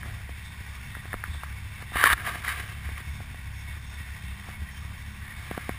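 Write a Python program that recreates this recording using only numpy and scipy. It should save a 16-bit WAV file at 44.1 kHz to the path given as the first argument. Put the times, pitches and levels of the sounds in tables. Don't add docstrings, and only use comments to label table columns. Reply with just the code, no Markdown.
import sys
import numpy as np
from scipy import signal
from scipy.fft import rfft, irfft
from scipy.io import wavfile
from scipy.ndimage import uniform_filter1d

SR = 44100
rng = np.random.default_rng(int(sys.argv[2]) if len(sys.argv) > 2 else 0)


def bounce(signal):
    frames = np.transpose(np.atleast_2d(signal))
    limited = np.clip(frames, -1, 1)
    pcm = np.round(limited * 32767).astype(np.int16)
    wavfile.write(sys.argv[1], SR, pcm)


def gain_from_decibels(decibels):
    exponent = np.asarray(decibels, float) / 20
    return 10 ** exponent


N = 254898

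# centre in Hz, width in Hz, level in dB.
CASE_MODES = [(820, 1500, -6.5), (1168, 163, 13.5), (1375, 11, 13), (1581, 144, 15.5), (1900, 830, 6.5),
              (2560, 260, 4), (2760, 380, -2), (3280, 300, -23), (3920, 120, -21), (4100, 160, -44)]
# centre in Hz, width in Hz, level in dB.
WALL_MODES = [(310, 200, -4), (723, 53, 4)]


def level(x, db):
    return x * gain_from_decibels(db) / np.sqrt(np.mean(x ** 2))


def curve(table):
    s, *columns = np.transpose(table)
    return [np.interp(np.arange(N) / SR, s, c) for c in columns]


def fade(span, edge_s):
    t = np.arange(N) / SR
    return np.clip(np.minimum(t - span[0][0], span[-1][0] - t) / edge_s + 0.5, 0, 1)


def colour(x, table):
    hz, db = np.transpose(table)
    f = np.fft.rfftfreq(N, 1 / SR) + 1
    gain_db = np.interp(np.log(f), np.log(hz), db, left=-60, right=-60)
    return irfft(rfft(x) * gain_from_decibels(gain_db), N)


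def ring(x, modes):
    out = 0
    for k, (hz, width_hz, db) in enumerate(modes):
        b, a = signal.iirpeak(hz, hz / width_hz, fs=SR)
        out = out + (-1) ** k * gain_from_decibels(db) * signal.lfilter(b, a, x)
    return out


def walk(rate_hz):
    k = int(SR / rate_hz)
    steps = np.repeat(rng.standard_normal(N // k + 1), k)
    return 1.2 * uniform_filter1d(uniform_filter1d(steps, k), k)[:N]


def turns(hz, wander, rate_hz):
    return np.cumsum(hz * (1 + wander * walk(rate_hz))) / SR


def swell_db():
    # peak in seconds, rise above the idle in dB.
    swells = [(.08, 2), (.26, -1), (.6, 4), (1.33, 11), (1.51, 5), (1.66, 4), (1.79, 5), (1.96, 3),
              (2.12, 4), (2.46, 4.5), (2.9, 9.5), (3.11, 8), (3.33, 5.5), (3.43, 4), (3.73, 8.5),
              (3.99, 5.5), (4.3, 8.5), (4.61, 9), (4.86, 9.5), (5.231, 3.5), (5.41, 4.5), (5.72, 9.5)]
    width_s = 0.045
    t = np.arange(N) / SR
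    return sum(db * np.exp(-((t - s) / width_s) ** 2) for s, db in swells)


def group_exhaust(cycle, turn):
    # centre in Hz, width in Hz, level in dB.
    silencers = [(66.9, 10.8, 0), (76, 24, -3), (189.4, 51, -10), (231, 69, -18.5), (24, 46, -9)]
    fired = np.floor(2 * cycle + 0.0786 * walk(30)).astype(int)
    fired = np.maximum.accumulate(np.maximum(fired, 0))
    size_db = np.array([0, -7])[fired % 2] + 2.2 * rng.standard_normal(N // 100)[fired]
    pulses = np.diff(fired, prepend=0) * gain_from_decibels(size_db)
    throb = sum(ring(ring(pulses, [mode]), [mode]) for mode in silencers)
    boom = gain_from_decibels(5.0 + 2.3 * walk(15)) * np.sin(4 * np.pi * turn + 0.44 * walk(10))
    drone = gain_from_decibels(-5.5 + 1.4 * walk(7.4)) * np.sin(12 * np.pi * cycle)
    return level(level(throb, 0) + boom + drone, 0)


def near_machine(turn):
    # multiple of the shaft rate, level in dB.
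    orders = [(1, -6.5), (3, 1), (4, -6.5), (5, -13.5), (6, -16), (7, -19.5)]
    out = 0
    for k, db in orders:
        out = out + gain_from_decibels(db + 2.0 * walk(11)) * np.sin(2 * np.pi * (k * turn + rng.random()))
    return level(out, 0)


def hiss(cycle, turn):
    # frequency in Hz, level in dB per Hz.
    spectrum = [(150, -28), (250, -11), (553, -16), (591, -17), (631, -12.5), (1090, -4), (1310, -15),
                (1430, -3.5), (2280, -2), (2700, -8), (2930, -13), (3620, -9), (3810, -17), (5520, -15.5),
                (5900, -29.5), (7670, -68), (13000, -120)]
    # centre in Hz, width in Hz, level in dB.
    shroud = [(1177, 123, -6), (1900, 78, 5.5), (2205, 17.6, 10.5), (2682, 61, -1.5), (3128, 33, -2.5),
              (3574, 147, -4), (5000, 260, -35), (5530, 150, -8.5)]
    puff = 1 + 0.12 * np.cos(2 * np.pi * cycle) + 0.1 * np.cos(4 * np.pi * turn)
    broad = 0
    for machine in range(3):
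        noise = level(colour(rng.standard_normal(N), spectrum), -6)
        broad = broad + noise * gain_from_decibels(1.6 * walk(13))
    lines = sum(gain_from_decibels(3.7 * walk(16)) * ring(rng.standard_normal(N), [mode]) for mode in shroud)
    return level(puff * (broad + level(lines, -2.5)), 0)


def stroke(s, db, rise_s, fall_s):
    t = np.arange(N) / SR - s
    return gain_from_decibels(db - 20 * np.maximum(-t / rise_s, t / fall_s))


def glove():
    # centre in Hz, width in Hz, level in dB.
    cloth = [(2160, 350, 7), (3770, 350, 1), (4650, 1800, -10)]
    # centre in Hz, width in Hz, level in dB.
    ridges = [(2916, 220, 0), (3684, 260, 1), (4570, 310, -5.5)]
    # time in seconds, pressure in dB.
    scrape = [(1.93, -40), (1.95, -35), (1.968, -27), (2.02, -23.5), (2.068, -18), (2.085, -22.5),
              (2.133, -20.5), (2.142, -41), (2.16, -63)]
    # peak in seconds, level in dB, rise and fall in seconds per 20 dB, wall flex in dB.
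    strokes = [(.06, -44, 0.078, 0.2, 1), (.94, -48, 0.047, .35, -14), (1.26, -45, 0.16, 0.15, -22),
               (1.44, -44, .1, 0.18, -23), (1.826, -40.5, 0.087, 0.039, -5.5),
               (2.195, -35, 0.09, 0.091, -8), (2.274, -25.5, 0.05, 0.08, -8.5),
               (2.355, -38.5, 0.049, 0.081, -6.5), (2.448, -32, 0.02, 0.062, -12),
               (2.484, -26, 0.022, 0.067, -17.5), (2.6, -35.5, 0.2, 0.097, -5.5),
               (2.7, -43.5, 0.11, 0.19, -6.5), (2.86, -46.5, 0.12, 0.14, -9),
               (2.982, -40.5, 0.038, 0.056, -6.5), (4.505, -42, .06, 0.052, -4),
               (5.58, -42.5, 0.59, 0.67, -9)]
    scrape_end_s, grains_per_s = 2.3, 7000

    size_db = 1.5 * np.minimum(rng.exponential(size=N), 4)
    grains = rng.standard_normal(N) * (rng.random(N) < grains_per_s / SR) * gain_from_decibels(size_db)
    other_grains = grains[::-1]
    slip = gain_from_decibels(1.5 * walk(200))
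    bright = level(slip * ring(ring(grains, CASE_MODES), [(1700, 2260, 0)]), 0)
    bright = bright + level(slip * ring(ring(other_grains, ridges), ridges), -14.0)
    scuff = level(slip * ring(ring(other_grains, cloth), [(2940, 9000, 0)]), 0)
    flex = level(slip * ring(ring(grains, WALL_MODES), [(537, 1800, 0)]), 0)

    pressure = fade(scrape, 0.0098) * gain_from_decibels(curve(scrape)[0])
    out = pressure * (bright + gain_from_decibels(-11.0) * scuff + gain_from_decibels(-20) * flex)
    for s, db, rise_s, fall_s, flex_db in strokes:
        scuff_db = -1.5 if s > scrape_end_s else -7
        rub = bright + gain_from_decibels(scuff_db) * scuff + gain_from_decibels(flex_db - 4.5) * flex
        out = out + stroke(s, db - 3.5, rise_s, fall_s) * rub
    return out


def place(out, s, x):
    i = int(s * SR)
    out[i:i + len(x)] += x


def ticks():
    # time in seconds, level in dB, pitch in Hz.
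    taps = [(0.0313, -24, 1620), (0.951, -21, 1600), (1.0544, -30, 1900), (1.1302, -16, 1700),
            (1.1404, -14.5, 1200), (1.2386, -13.5, 1550), (1.3466, -30, 1089), (1.4344, -18, 1170),
            (1.957, -25, 1870), (2.0391, 4.5, 1500), (2.0578, -4.5, 1740), (2.0675, -17, 1690),
            (2.101, -7.5, 1720), (2.1294, -8, 1900), (2.1302, -14, 3630), (2.1347, -9.5, 1400),
            (2.177, -21, 1684), (2.2744, -18.5, 1846), (2.3554, -29, 1920), (2.4477, -22, 1794),
            (2.479, -15, 1930), (2.8898, -29.5, 1720), (2.9618, -28, 2150), (2.9786, -28, 2300),
            (3.0032, -29, 1837), (3.2036, -36, 1697), (3.3441, -37, 1737), (5.5128, -32, 1900),
            (5.577, -30, 1500), (5.6925, -29, 2120)]
    blow, t = np.zeros(N + 4096), np.arange(4096) / SR
    tail = (1 - np.exp(-t / 0.0012)) * np.exp(-t / 0.0026)
    body = (t / 0.00084) ** 2 * np.exp(2 - 2 * t / 0.00059) + 0.21 * tail
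    for s, db, hz in taps:
        tone = body * np.sin(2 * np.pi * hz * t)
        snap_db = -19.5 + 0.6 * db
        crack = gain_from_decibels(snap_db) * t / 0.00042 * np.exp(1 - t / 0.00053) * rng.standard_normal(len(t))
        place(blow, s + 0.00042, gain_from_decibels(db + 2.5) * (tone + crack))
    return (blow + 0.16 * ring(blow, CASE_MODES))[:N]


def thuds():
    # time in seconds, level in dB, nominal pitch in Hz (the push sounds at its geometric mean with
    # 700 Hz).
    pushes = [(0.058, -43, 266), (0.292, -39, 299), (0.9678, -42.5, 250), (1.0543, -42, 253),
              (1.1305, -40.5, 709), (1.1412, -30.5, 258), (1.824, -40.5, 333), (1.9194, -43, 797),
              (1.957, -29, 830), (2.0395, -30.5, 438), (2.0591, -34.5, 801), (2.1307, -35, 250),
              (2.2743, -36, 783), (2.3552, -39, 795), (2.479, -45, 562), (2.8895, -40.5, 294.5),
              (3.0032, -47, 250), (3.2036, -42.5, 720), (3.3441, -45.5, 701.4), (4.4868, -42, 784.3),
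              (5.5115, -27, 247), (5.5764, -26.5, 354), (5.692, -23.5, 254)]
    push, t = np.zeros(N + 4096), np.arange(4096) / SR
    edge = 0.53 * t / 0.00013 * np.exp(1 - t / 0.00009)
    rebound = 0.55 * t / 0.0016 * np.exp(-t / 0.002) * np.sin(2 * np.pi * 170 * t)
    for s, db, hz in pushes:
        press = np.exp(-t / 0.00066) * np.sin(2 * np.pi * np.sqrt(hz * 700) * t)
        place(push, s + 0.00086, gain_from_decibels(db + 8.5) * (press + edge - rebound))
    return (push + ring(push, CASE_MODES) + 1.45 * ring(push, WALL_MODES[1:]))[:N]


def jolts():
    # time in seconds, level in dB, pitch in Hz.
    bumps = [
        (1.15, -34.5, 33),
        (1.952, -23, 68.5),
        (2.118, -26, 51.5),
    ]
    jolt, t = np.zeros(N + 4096), np.arange(4096) / SR
    for s, db, hz in bumps:
        place(jolt, s, gain_from_decibels(db) * t / 0.014 * np.exp(1 - t / 0.011) * np.sin(2 * np.pi * hz * t))
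    return jolt[:N]


def far_machine():
    # time in seconds, firing rate in Hz, level in dB.
    spurts = [
        (4.15, 167.7, -58),
        (4.226, 170.7, -56),
        (4.352, 198.9, -50),
        (4.576, 205.8, -55.5),
        (4.862, 187, -56),
        (4.98, 193.4, -70),
        (5.102, 207.3, -53),
        (5.25, 213, -54.5),
        (5.42, 217, -56),
    ]
    hz, db = curve(spurts)
    tone = np.sin(2 * np.pi * turns(hz, 0.00982, 12))
    return fade(spurts, 0.093) * gain_from_decibels(db + 2.0 + 1.6 * walk(34)) * tone


def wind_rumble():
    # frequency in Hz, level in dB per Hz.
    spectrum = [(8, -27), (14, -8), (22, -7), (36, -21), (50, -2), (60, -5.5), (85, -1), (120, -5),
                (200, -13.5), (300, -32), (500, -46)]
    return level(colour(rng.standard_normal(N), spectrum), -47.5) * gain_from_decibels(3.1 * walk(9))


def scene():
    # time in seconds, shaft rate in turns per second (Hz), level in dB.
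    near_idle = [(0.0, 35.75, -43.5), (0.22, 33.16, -46.5), (0.51, 35.53, -50.5), (0.79, 33.22, -47),
                 (1.16, 33.64, -42.5), (1.29, 35.86, -48.5), (1.63, 33.8, -46.5), (2.04, 34.28, -46),
                 (2.17, 33.07, -45), (2.49, 35.7, -47.5), (2.74, 33.9, -43.5), (3.36, 34.85, -46),
                 (3.53, 33.0, -45.5), (3.73, 34.4, -49.5), (5.5, 34.67, -46), (5.78, 34.3, -44)]
    shaft_hz, near_db = curve(near_idle)
    turn = turns(shaft_hz, 0.01134, 6.7)
    cycle = turns(13.0, 0.025, 3.9)
    rise_db = swell_db()
    engines = gain_from_decibels(-42.5 + rise_db) * group_exhaust(cycle, turn)
    engines = engines + gain_from_decibels(near_db + 1.5) * near_machine(turn) + far_machine()
    fans = gain_from_decibels(-46 + 0.092 * rise_db) * hiss(cycle, turn)
    handling = glove() + ticks() + thuds() + jolts()
    return (engines + fans + handling + wind_rumble())[None]


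def band_limit(x):
    return signal.sosfilt(signal.butter(12, 16420, fs=SR, output="sos"), x)


def record(dry):
    up, down, hold, back = (40, 147, 4, 160)
    slow = np.clip(signal.resample_poly(dry, up, down, axis=1), -1, 1)
    held = signal.resample_poly(np.repeat(slow, hold, axis=1), down, back, axis=1)
    low_pass = signal.ellip(10, 0.3, 60, 15330, fs=SR, output="sos")
    cut = signal.sosfilt(low_pass, held[:, :N])
    return band_limit(np.clip(cut, -1, 1))


dry = scene()
out = record(dry)
bounce(out)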